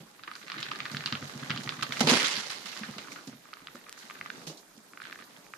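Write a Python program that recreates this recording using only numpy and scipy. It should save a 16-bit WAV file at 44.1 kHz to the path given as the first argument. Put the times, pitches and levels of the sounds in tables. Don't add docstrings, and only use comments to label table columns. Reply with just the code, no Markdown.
import sys
import numpy as np
from scipy import signal
from scipy.io import wavfile
from scipy.ndimage import uniform_filter1d, minimum_filter1d

SR = 44100
rng = np.random.default_rng(int(sys.argv[2]) if len(sys.argv) > 2 else 0)


def field_ratio(decibels):
    return 10 ** (np.asarray(decibels, dtype=float) / 20)


def inscribe(sig):
    pcm = np.round(np.clip(np.atleast_2d(sig).T, -1, 1) * 32767)
    wavfile.write(sys.argv[1], SR, pcm.astype(np.int16))


N = 245637

# f/Hz, level/dB, time to fade by 60 dB/s
SHELL_MODES = [(1205, 22.5, 0.023), (1472, 11.5, 0.017), (1920, -56, 0.06), (2330, 6, 0.03)]


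def rms_one(x):
    return x / np.sqrt(np.mean(x ** 2) + 1e-20)


def in_time(rows):
    s, *columns = np.transpose(rows)
    return [np.interp(np.arange(N) / SR, s, c) for c in columns]


def while_on(rows):
    start, end = rows[0][0], rows[-1][0]
    return np.interp(np.arange(N) / SR, [start - .01, start, end, end + .01], [0, 1, 1, 0])


def at_hz(points, hz):
    f, value = np.transpose(points)
    return np.interp(np.log(hz), np.log(f), value)


def sides(pan_db):
    return field_ratio(np.array([[.5], [-.5]]) * pan_db)


def drift(rate):
    r = np.exp(-80 * np.pi * rate / SR)
    slow = signal.lfilter([1], [1, -2 * r, r * r], rng.standard_normal(N // 40 + 2002))[2000:]
    return np.interp(np.arange(N) / 40, np.arange(len(slow)), rms_one(slow))


def ring(clicks, hz, t60):
    r, w = field_ratio(-60 / (t60 * SR)), 2 * np.pi * hz / SR
    return signal.lfilter([0, np.sin(w)], [1, -2 * r * np.cos(w), r * r], clicks + 1e-18)


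def grains(per_s, uneven_db):
    sizes = field_ratio(uneven_db * np.minimum(rng.exponential(1, N), 4)) * rng.choice([-1, 1], N)
    return sizes * (rng.random(N) < per_s / SR)


def add(out, at_s, piece):
    i = round(at_s * SR)
    out[:, i:i + piece.shape[1]] += piece[:, :N - i]


def band(x, low_hz, high_hz):
    return signal.sosfilt(signal.butter(3, [low_hz, high_hz], "band", fs=SR, output="sos"), x)


def dying(events):
    power, t = np.zeros((1, N)), np.arange(SR) / SR
    for s, db, t60 in events:
        add(power, s, field_ratio(2 * db - 120 * t / np.clip(t60, .02, 2))[None])
    return np.sqrt(power[0])


def banded(sources, spectrum, patchy_db):
    # f/Hz, likeness (0 to 1)
    likeness = [(60, 0.55), (180, 0.64), (540, 0.44), (1630, 0.06), (4890, 0.02), (14700, 0.01)]
    # f/Hz, level/dB
    tilt = [(60, -3), (180, 1), (540, -3), (1630, 0.5), (4890, -7), (14700, -2.5)]
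    out, edges = 0, 28 * 2 ** np.arange(0, 9.3, .5)
    for k, (low, high) in enumerate(zip(edges, edges[1:])):
        hz = np.sqrt(low * high)
        if at_hz(spectrum, hz) < -45:
            continue
        half_octave = signal.butter(2, [low, high], "band", fs=SR, output="sos")
        mid, side = signal.sosfilt(half_octave, sources[k % 2])
        alike = np.clip(at_hz(likeness, hz), -1, 1)
        gain = field_ratio(at_hz(spectrum, hz) + patchy_db * drift(21.0)) * sides(at_hz(tilt, hz))
        out = out + gain * (np.sqrt(1 + alike) * mid + np.sqrt(1 - alike) * side * [[1], [-1]])
    return rms_one(out)


def bodies():
    # t/s, level/dB
    bustle = [(0.0, -63), (0.31, -62.5), (0.65, -53), (1.16, -51), (1.57, -49.5), (1.92, -50.5),
              (2.03, -39.5), (2.17, -46), (2.44, -54), (3.15, -54), (3.35, -62.5), (3.55, -62),
              (4.15, -58.5), (4.28, -57), (4.42, -52), (4.61, -66.5), (4.84, -64), (5.1, -58), (5.57, -61)]
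    # f/Hz, width/Hz, level/dB
    boards = [(132, 82, 11), (212, 21, 2), (242, 22, 0.5), (280, 73, 4.5), (322, 55, -10)]
    # f/Hz, level/dB
    shuffle_colour = [(60, -27), (200, 1.5), (400, -0.5), (700, -5), (1000, 4.5), (2000, -77), (15000, -75)]
    # f/Hz, level/dB
    scuff_colour = [(60, -50), (1000, -71), (2500, -1.5), (4500, 8.5), (7000, 4.5), (10000, -9.5),
                    (15000, -4)]
    # t/s, peak level/dB, time to fade by 60 dB/s
    swipes = [(0.3531, -48, 0.84), (0.6035, -40, 0.06), (0.914, -41.5, 0.48), (1.059, -40, 0.14),
              (1.2744, -42, 0.25), (1.5105, -54, 0.12), (1.6337, -36.5, 0.08), (1.8248, -31, 0.078),
              (1.9215, -39.5, 0.42), (2.7267, -50, 0.29), (2.9144, -55, 0.15), (2.9901, -54, 0.1),
              (3.116, -38, 0.15), (3.2715, -44, 0.14), (3.7494, -44.5, 0.079), (3.9754, -46, 0.88),
              (4.469, -34, 0.24), (4.572, -44, 0.17), (4.7765, -46.5, 0.035), (4.9167, -62, 0.09),
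              (5.2394, -47, 0.075)]
    shuffle_db, = in_time(bustle)
    swing_db = shuffle_db + 55
    rumble_db, scuff_db = -59 + 1.67 * swing_db, -58.5 + swing_db

    push = rng.standard_normal((2, N)) * [[1], [.15]] * field_ratio(6.2 * drift(20.0))
    push = np.array([push[0] + push[1], push[0] - push[1]])
    rumble = 0
    for k, (hz, width, db) in enumerate(boards):
        board = ring(ring(push, hz, 1.6 / width), hz, 1.8 / width)
        rumble = rumble + (-1) ** k * field_ratio(db) * rms_one(board)
    rumble = field_ratio(rumble_db - 0.9) * rms_one(band(rumble, 142, 2000)) * sides(-2.5)

    grit = (.5 + np.abs(grains(900, uneven_db=4.5))) * rng.standard_normal((2, 2, N))
    shuffle = field_ratio(shuffle_db + 1.0) * banded(grit, shuffle_colour, patchy_db=2.0)
    swiping = field_ratio(-3.0) * uniform_filter1d(dying(swipes), size=200)
    scuff = np.hypot(field_ratio(scuff_db + 3.0), swiping) * banded(grit[::-1], scuff_colour, patchy_db=1.0)
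    return rumble + shuffle + scuff


def chatter():
    # t/s, level/dB
    stages = [
        [(0.0, -77), (0.608, -46.5), (0.914, -52.5), (1.15, -48.5), (1.3, -53.5), (1.44, -50.5), (1.7, -52.5),
         (1.99, -46)],
        [(3.3, -69), (4.36, -56.5), (4.63, -82), (4.97, -76), (5.02, -54.5), (5.2, -59), (5.27, -71),
         (5.38, -60.5)],
    ]
    level = sum(while_on(rows) * field_ratio(in_time(rows)[0]) for rows in stages)
    clicks = grains(410, uneven_db=3.0)
    fade = field_ratio(-60 / (.011 * SR))
    rasps = signal.lfilter([1], [1, -fade], np.abs(clicks)) * rng.standard_normal((2, 2, N))
    dull = sides(-4.0) * rms_one(band(rasps[0], 1320, 2210))
    bright = 0.94 * sides(-2.9) * rms_one(band(rasps[1], 2110, 4280))
    shell = sum(field_ratio(db) * ring(rasps[0], hz, t60) for hz, db, t60 in SHELL_MODES)
    return level * field_ratio(5.0) * rms_one(dull + bright + 0.31 * rms_one(band(shell, 1900, 9800)))


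def jangle():
    # t/s, level/dB
    jangling = [
        (1.96, -44),
        (2.144, -38),
        (2.6, -50.5),
        (2.78, -49.5),
        (3.35, -63),
    ]
    # f/Hz, width/Hz, level/dB
    wire_modes = [(2100, 60, 10), (2960, 61, 7), (3540, 73, -26), (4255, 33, 3), (4940, 32, -23),
                  (5430, 24, -29), (5370, 160, -18), (5600, 89, 5), (6900, 310, -28)]
    # f/Hz, level/dB
    wire_colour = [(290, -33), (500, -9.5), (724, 2.5), (922, -42), (1080, 1.5), (1370, 2.5), (4230, 1.5),
                   (13400, -20.5), (14200, -32), (15000, -71)]
    # t/s, wire peak level/dB, time to fade by 60 dB/s, floor pan peak level/dB
    blows = [(0.0034, -39.5, 0.15, -51.5), (1.994, -17, 0.091, -37), (2.006, -7.5, 0.11, -21),
             (2.07, -9.5, 0.27, -21.5), (2.0865, -8.5, 1, -58), (2.133, -9.5, 0.31, -28),
             (2.244, -16.5, 0.61, -60), (2.308, -28, 1, -66), (2.3655, -23.5, 0.6, -55),
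             (2.5005, -22, 0.33, -59), (2.657, -29, 0.86, -64), (2.7664, -31, 0.63, -52.5),
             (2.982, -27, 0.066, -40), (3.2753, -36, 0.25, -54), (3.7494, -61, 0.28, -61),
             (4.4687, -34, 0.32, -45), (4.499, -64, 0.27, -61)]
    clashes = grains(3000 * field_ratio(1.5 * drift(60.0)), uneven_db=1.5) * rng.standard_normal((2, 2, N))
    wash = banded(clashes, wire_colour, patchy_db=-1.7)
    rings = 0
    for k, (hz, width, db) in enumerate(wire_modes):
        rings = rings + field_ratio(db) * rms_one(ring(clashes[k % 2], hz, 2.2 / width))
    wires = rms_one(wash + .28 * rms_one(rings) * sides(-4.0))
    wires[0] = signal.sosfilt(signal.butter(1, 3500, fs=SR, output="sos"), wires[0])
    steady = while_on(jangling) * field_ratio(in_time(jangling)[0] + 3.0)
    level = np.hypot(steady, field_ratio(-11.0) * dying([b[:3] for b in blows]))

    pan = rms_one(band(clashes[0] + 2.5 * clashes[1, :1], 173, 846)) * sides(-2.5)
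    boom = field_ratio(-2.0) * dying([(s, pan_db, 1.62 * t60) for s, db, t60, pan_db in blows])
    return level * band(wires, 190, 16000) + boom * pan


def thumps():
    # t/s, peak level/dB
    drops = [(0.549, -38), (0.592, -34.5), (0.683, -38), (0.811, -37), (0.913, -30), (0.94, -23),
             (0.987, -31), (1.054, -30.5), (1.126, -20.5), (1.226, -25.5), (1.419, -26.5), (1.5, -20),
             (1.539, -26.5), (1.587, -25.5), (1.659, -25), (1.72, -33), (1.784, -31.5), (1.818, -27.5),
             (1.899, -29), (1.354, -28), (2.83, -39), (2.899, -30.5), (3.279, -35), (3.333, -38)]
    # t/s, peak level/dB, f/Hz
    landings = [(0.004, -34.5, 169), (0.026, -35.5, 216), (0.281, -40.5, 338), (0.44, -40.5, 304),
                (0.571, -32, 320), (0.736, -32, 377), (1.35, -34, 234), (2.01, -9, 228), (2.041, -14, 157),
                (2.075, -12.5, 237), (2.12, -7.5, 248), (2.169, -25, 248), (2.235, -27, 270),
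                (2.377, -27.5, 217), (2.646, -43, 214), (2.814, -24, 212), (2.89, -25, 209),
                (2.966, -30, 212), (3.126, -31.5, 280), (3.277, -25.5, 262), (3.332, -34, 252),
                (3.75, -30, 241), (3.754, -38, 560), (4.042, -40, 218), (4.214, -41.5, 167),
                (4.291, -40, 214), (4.473, -29, 162), (4.502, -29.5, 322), (4.779, -35.5, 221),
                (5.202, -39.5, 225), (5.386, -41.5, 185)]
    out, t = np.zeros((2, N)), np.arange(SR // 4) / SR
    weights = [(s, db, 139.3) for s, db in drops] + landings
    weights += [(s, db - 2.5, 230.5) for s, db in drops]
    chance = rng.random((len(weights), 2))
    puffs = band(rng.standard_normal((len(weights), len(t))), 70, 600)
    for (s, db, hz), (turn, step), puff in zip(weights, chance, puffs):
        neighbour_hz = hz * (0.618 + 0.95 * step)
        swing = np.sin(2 * np.pi * hz * t) + 0.48 * np.sin(2 * np.pi * (neighbour_hz * t + turn))
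        swing = swing + 0.15 * rms_one(puff)
        swing = swing * field_ratio(-60 * t * hz / 23.5) * (1 - np.exp(-t / 0.0019)) ** 2
        add(out, max(s - .005, 0), field_ratio(db - 9.0) * sides(-2.2) * swing / np.abs(swing).max())
    return band(out, 70, 2300)


def facet_strikes():
    # t/s, peak level/dB
    tips = [(0.193, -36.5), (0.3135, -23), (0.361, -30), (0.414, -34), (0.5414, -26), (0.6514, -36),
            (0.9003, -29), (1.038, -21), (1.074, -17), (1.1713, -27), (1.224, -30), (1.2952, -28.5),
            (1.429, -25.5), (1.561, -18.5), (1.743, -28), (1.7924, -26), (1.907, -25), (2.937, -32),
            (3.327, -39), (3.4543, -37), (3.488, -40), (3.865, -36), (3.603, -39), (3.617, -40),
            (3.885, -34.5), (4.165, -35), (4.149, -36), (4.416, -34.5), (4.63, -43), (0.925, -32),
            (5.189, -31.5), (5.21, -35), (5.275, -47)]
    # t/s, peak level/dB, strongest f/Hz, bareness/dB
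    roll_knocks = [(0.2349, -26, 1440, 19.5), (0.2767, -21.5, 1190, 0), (0.4802, -24.5, 2280, 14),
                   (0.4992, -20.5, 1700, 8), (0.5177, -15, 1270, 2), (0.602, -22.5, 1720, 16),
                   (0.6275, -18, 4020, 18), (0.715, -14.5, 1220, -2.5), (0.76, -32, 1260, 14),
                   (0.8027, -17, 2500, 4.5), (0.8197, -31, 1260, 2), (0.8539, -16, 1840, 1.5),
                   (0.8613, -19, 1740, -3), (0.9464, -17.5, 1750, 0), (0.968, -14, 2000, 8),
                   (1.0064, -19, 1870, 4), (1.059, -10, 4200, 4), (1.1242, -11.5, 1240, -0.5),
                   (1.1516, -14.5, 1540, 3.5), (1.4973, -17, 3250, -17), (1.504, -10, 1920, -6),
                   (1.5122, -14, 2900, -11), (1.5748, -17.5, 3430, 13), (1.6745, -18, 1870, -3),
                   (1.691, -11, 3520, -1), (1.7223, -24, 1260, -10), (1.8244, -14, 3260, 3),
                   (1.8289, -11.5, 1230, -5.5), (1.922, -13.5, 2150, 2), (1.9644, -28, 1760, 0),
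                   (1.9698, -18, 2100, 0)]
    # t/s, peak level/dB, strongest f/Hz, bareness/dB
    glances = [(0.3353, -30, 4620, 8), (0.353, -24, 4740, 11), (0.4336, -34, 3730, 8),
               (0.5813, -24, 4100, 15), (0.7576, -22.5, 4370, 8), (0.9163, -26, 4510, 8),
               (1.1374, -37, 3980, 8), (1.24, -31, 4180, 8), (1.634, -29, 5720, 8)]
    # t/s, peak level/dB, strongest f/Hz, bareness/dB
    crate_knocks = [(2.0052, -17, 4020, 19), (2.0695, -19, 1220, -11), (2.0863, -7, 4630, 6),
                    (2.1347, -27, 2960, -6), (2.2458, -16, 4250, 3), (2.2578, -10, 2060, -6),
                    (2.272, -28, 4030, 2), (2.3114, -17.5, 1940, -5), (2.504, -29.5, 2820, 13),
                    (2.6584, -30, 2960, -2), (2.727, -29, 2670, -4), (2.7644, -26, 2940, 0),
                    (2.8323, -23.5, 1670, -3), (2.8868, -32.5, 1180, 4), (2.9821, -24, 1500, 8),
                    (2.99, -29, 2270, 7), (3.0163, -35, 2190, 0), (3.044, -34, 1520, 0),
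                    (3.072, -34, 1390, 0), (3.0822, -32, 1120, 2), (3.1183, -30, 2090, 1.5),
                    (3.1592, -27.5, 1400, -2), (3.1843, -33, 1490, 0)]
    # t/s, peak level/dB, strongest f/Hz, bareness/dB
    corner_knocks = [(3.531, -27, 1320, -18), (3.5366, -23, 1410, 16), (3.5693, -33.5, 1350, -8),
                     (3.6706, -21, 1430, 13), (3.6835, -30, 1360, -6), (3.7541, -32, 1360, 3),
                     (3.9763, -32.5, 1540, 3), (4.0985, -25.5, 1210, -4), (4.1085, -21.5, 1230, -4),
                     (4.2112, -17, 2100, -10), (4.2594, -24, 1400, -21), (4.3012, -17.5, 1550, 2.5),
                     (4.4729, -27.5, 5670, 33), (4.934, -31, 1420, -10), (4.9734, -26, 1470, -16),
                     (5.001, -27.5, 1480, -10), (5.018, -24.5, 1610, 9), (5.0524, -24.5, 1480, 10),
                     (5.0983, -34, 1470, -8), (5.1256, -20.5, 1630, 3.5), (5.1575, -29, 1670, -10),
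                     (5.2225, -30.5, 1760, 17), (5.4655, -36.5, 2100, 5), (5.5362, -21.5, 1460, -3)]
    soft_tips = [(s, db, 1230, 0) for s, db in tips]
    # knocks, brightness at 1500 Hz and -25 dB, grit (dB)
    stages = [(roll_knocks + glances, -20.5, -11.5), (crate_knocks, -10, -3.5),
              (corner_knocks, -20, -24), (soft_tips, -17, -13.5)]
    strikes = []
    for rows, base_db, grit_db in stages:
        for s, db, hz, bare_db in rows:
            bright_db = base_db + bare_db - 0.5 * np.log2(hz / 1500) + 1.34 * (db + 25)
            strikes.append((s, db, hz, bright_db, grit_db))
    return strikes


def knocks():
    out, t = np.zeros((2, N)), np.arange(SR // 15) / SR
    strikes = facet_strikes()
    grit_db = np.array(strikes)[:, 4, None, None, None]
    fade = field_ratio(-60 * t / 0.0055) + field_ratio(grit_db - 60 * t / 0.1)
    cracks = rng.standard_normal((len(strikes), 3, 2, len(t))) * fade
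    cracks[..., 0] = 5.0
    cracks = cracks + 0.17 * cracks[:, :, :1]
    dull, bright = band(cracks[:, 0], 1260, 2290), band(cracks[:, 1], 2630, 4780)
    shell = sum(field_ratio(db) * ring(cracks[:, 2], hz, t60) for hz, db, t60 in SHELL_MODES)
    faint = band(shell, 1390, 3800)
    for k, (s, db, pitch_hz, bright_db, _) in enumerate(strikes):
        pitched = band(ring(cracks[k, 2], pitch_hz, 14.0 / pitch_hz), 1000, 6000)
        low = rms_one(dull[k]) + 1.33 * rms_one(pitched) + 0.79 * rms_one(faint[k])
        piece = sides(-3.7) * low + sides(-4.5) * field_ratio(bright_db + 10.0) * rms_one(bright[k])
        add(out, s + .0007, field_ratio(db - 4.5) * piece / np.abs(piece.mean(axis=0)).max())
    return out


def ticks():
    # t/s, peak level/dB
    claw_tips = [
        (0.79, -25),
        (1.1992, -52),
        (2.912, -21),
        (3.8771, -45),
        (3.8946, -18.5),
        (3.927, -17),
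        (4.4004, -39),
    ]
    clicks = np.zeros((2, N))
    for s, db in claw_tips:
        add(clicks, s, field_ratio(db + 3.0) * np.array([[1, 0, 0], [0, 0, 1]]))
    return band(clicks, 1200, 12400)


def slide():
    # t/s, level/dB
    dragging = [
        (4.2, -62),
        (4.33, -57.5),
        (4.45, -52),
        (4.53, -54),
        (4.62, -71),
    ]
    rub = rng.standard_normal((2, N)) * field_ratio(2.9 * drift(30.0))
    wash = rms_one(band(rub[:1] + 0.26 * rub, 187, 620))
    return while_on(dragging) * field_ratio(in_time(dragging)[0]) * sides(-3.1) * wash


def kitchen(x):
    t = np.arange(SR // 2) / SR
    fade = field_ratio(-60 * t / .32)
    tail = rng.standard_normal((2, len(t))) * fade * np.clip(t / .006 - 1, 0, 1)
    tail = band(tail, 210, 5000)
    return signal.fftconvolve(x, tail / np.sqrt(np.sum(tail ** 2) / 2), axes=1)[:, :N]


def house_hush():
    # f/Hz, level/dB
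    hush_colour = [(15, -30), (25, -10), (35, 1), (54, -28), (172, 0.5), (237, 2.5), (952, -4.5),
                   (1420, 1.5), (2850, -6), (4040, -9.5), (12800, -9), (13800, -21), (15000, -33)]
    return field_ratio(-58.5) * banded(rng.standard_normal((2, 2, N)), hush_colour, patchy_db=2.5)


def scene():
    floor = band(bodies() + jangle() + thumps() + slide(), 100, 16000)
    struck = chatter() + knocks() + ticks()
    return struck + field_ratio(-18) * kitchen(struck) + floor + house_hush()


def tiring_top(x):
    treble = uniform_filter1d(band(x[1], 1500, 9000) ** 2, size=600)
    level = minimum_filter1d(treble, size=1500)
    loud = uniform_filter1d(1. * (level > field_ratio(2 * -38)), size=2500)
    loud = np.roll(loud, round(.055 * SR))
    dull = signal.sosfiltfilt(signal.cheby2(8, 30, 13700, fs=SR, output="sos"), x)
    return x + loud * (dull - x)


def low_pass(x):
    return signal.sosfilt(signal.butter(12, 15310, fs=SR, output="sos"), x)


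def record(dry):
    rounded = 0.67 * np.tanh(dry / 0.73)
    thin = signal.sosfilt(signal.cheby2(20, 45, 14850, fs=SR, output="sos"), rounded)
    mix = tiring_top(thin)
    return low_pass(mix)


dry = scene()
out = record(dry)
inscribe(out)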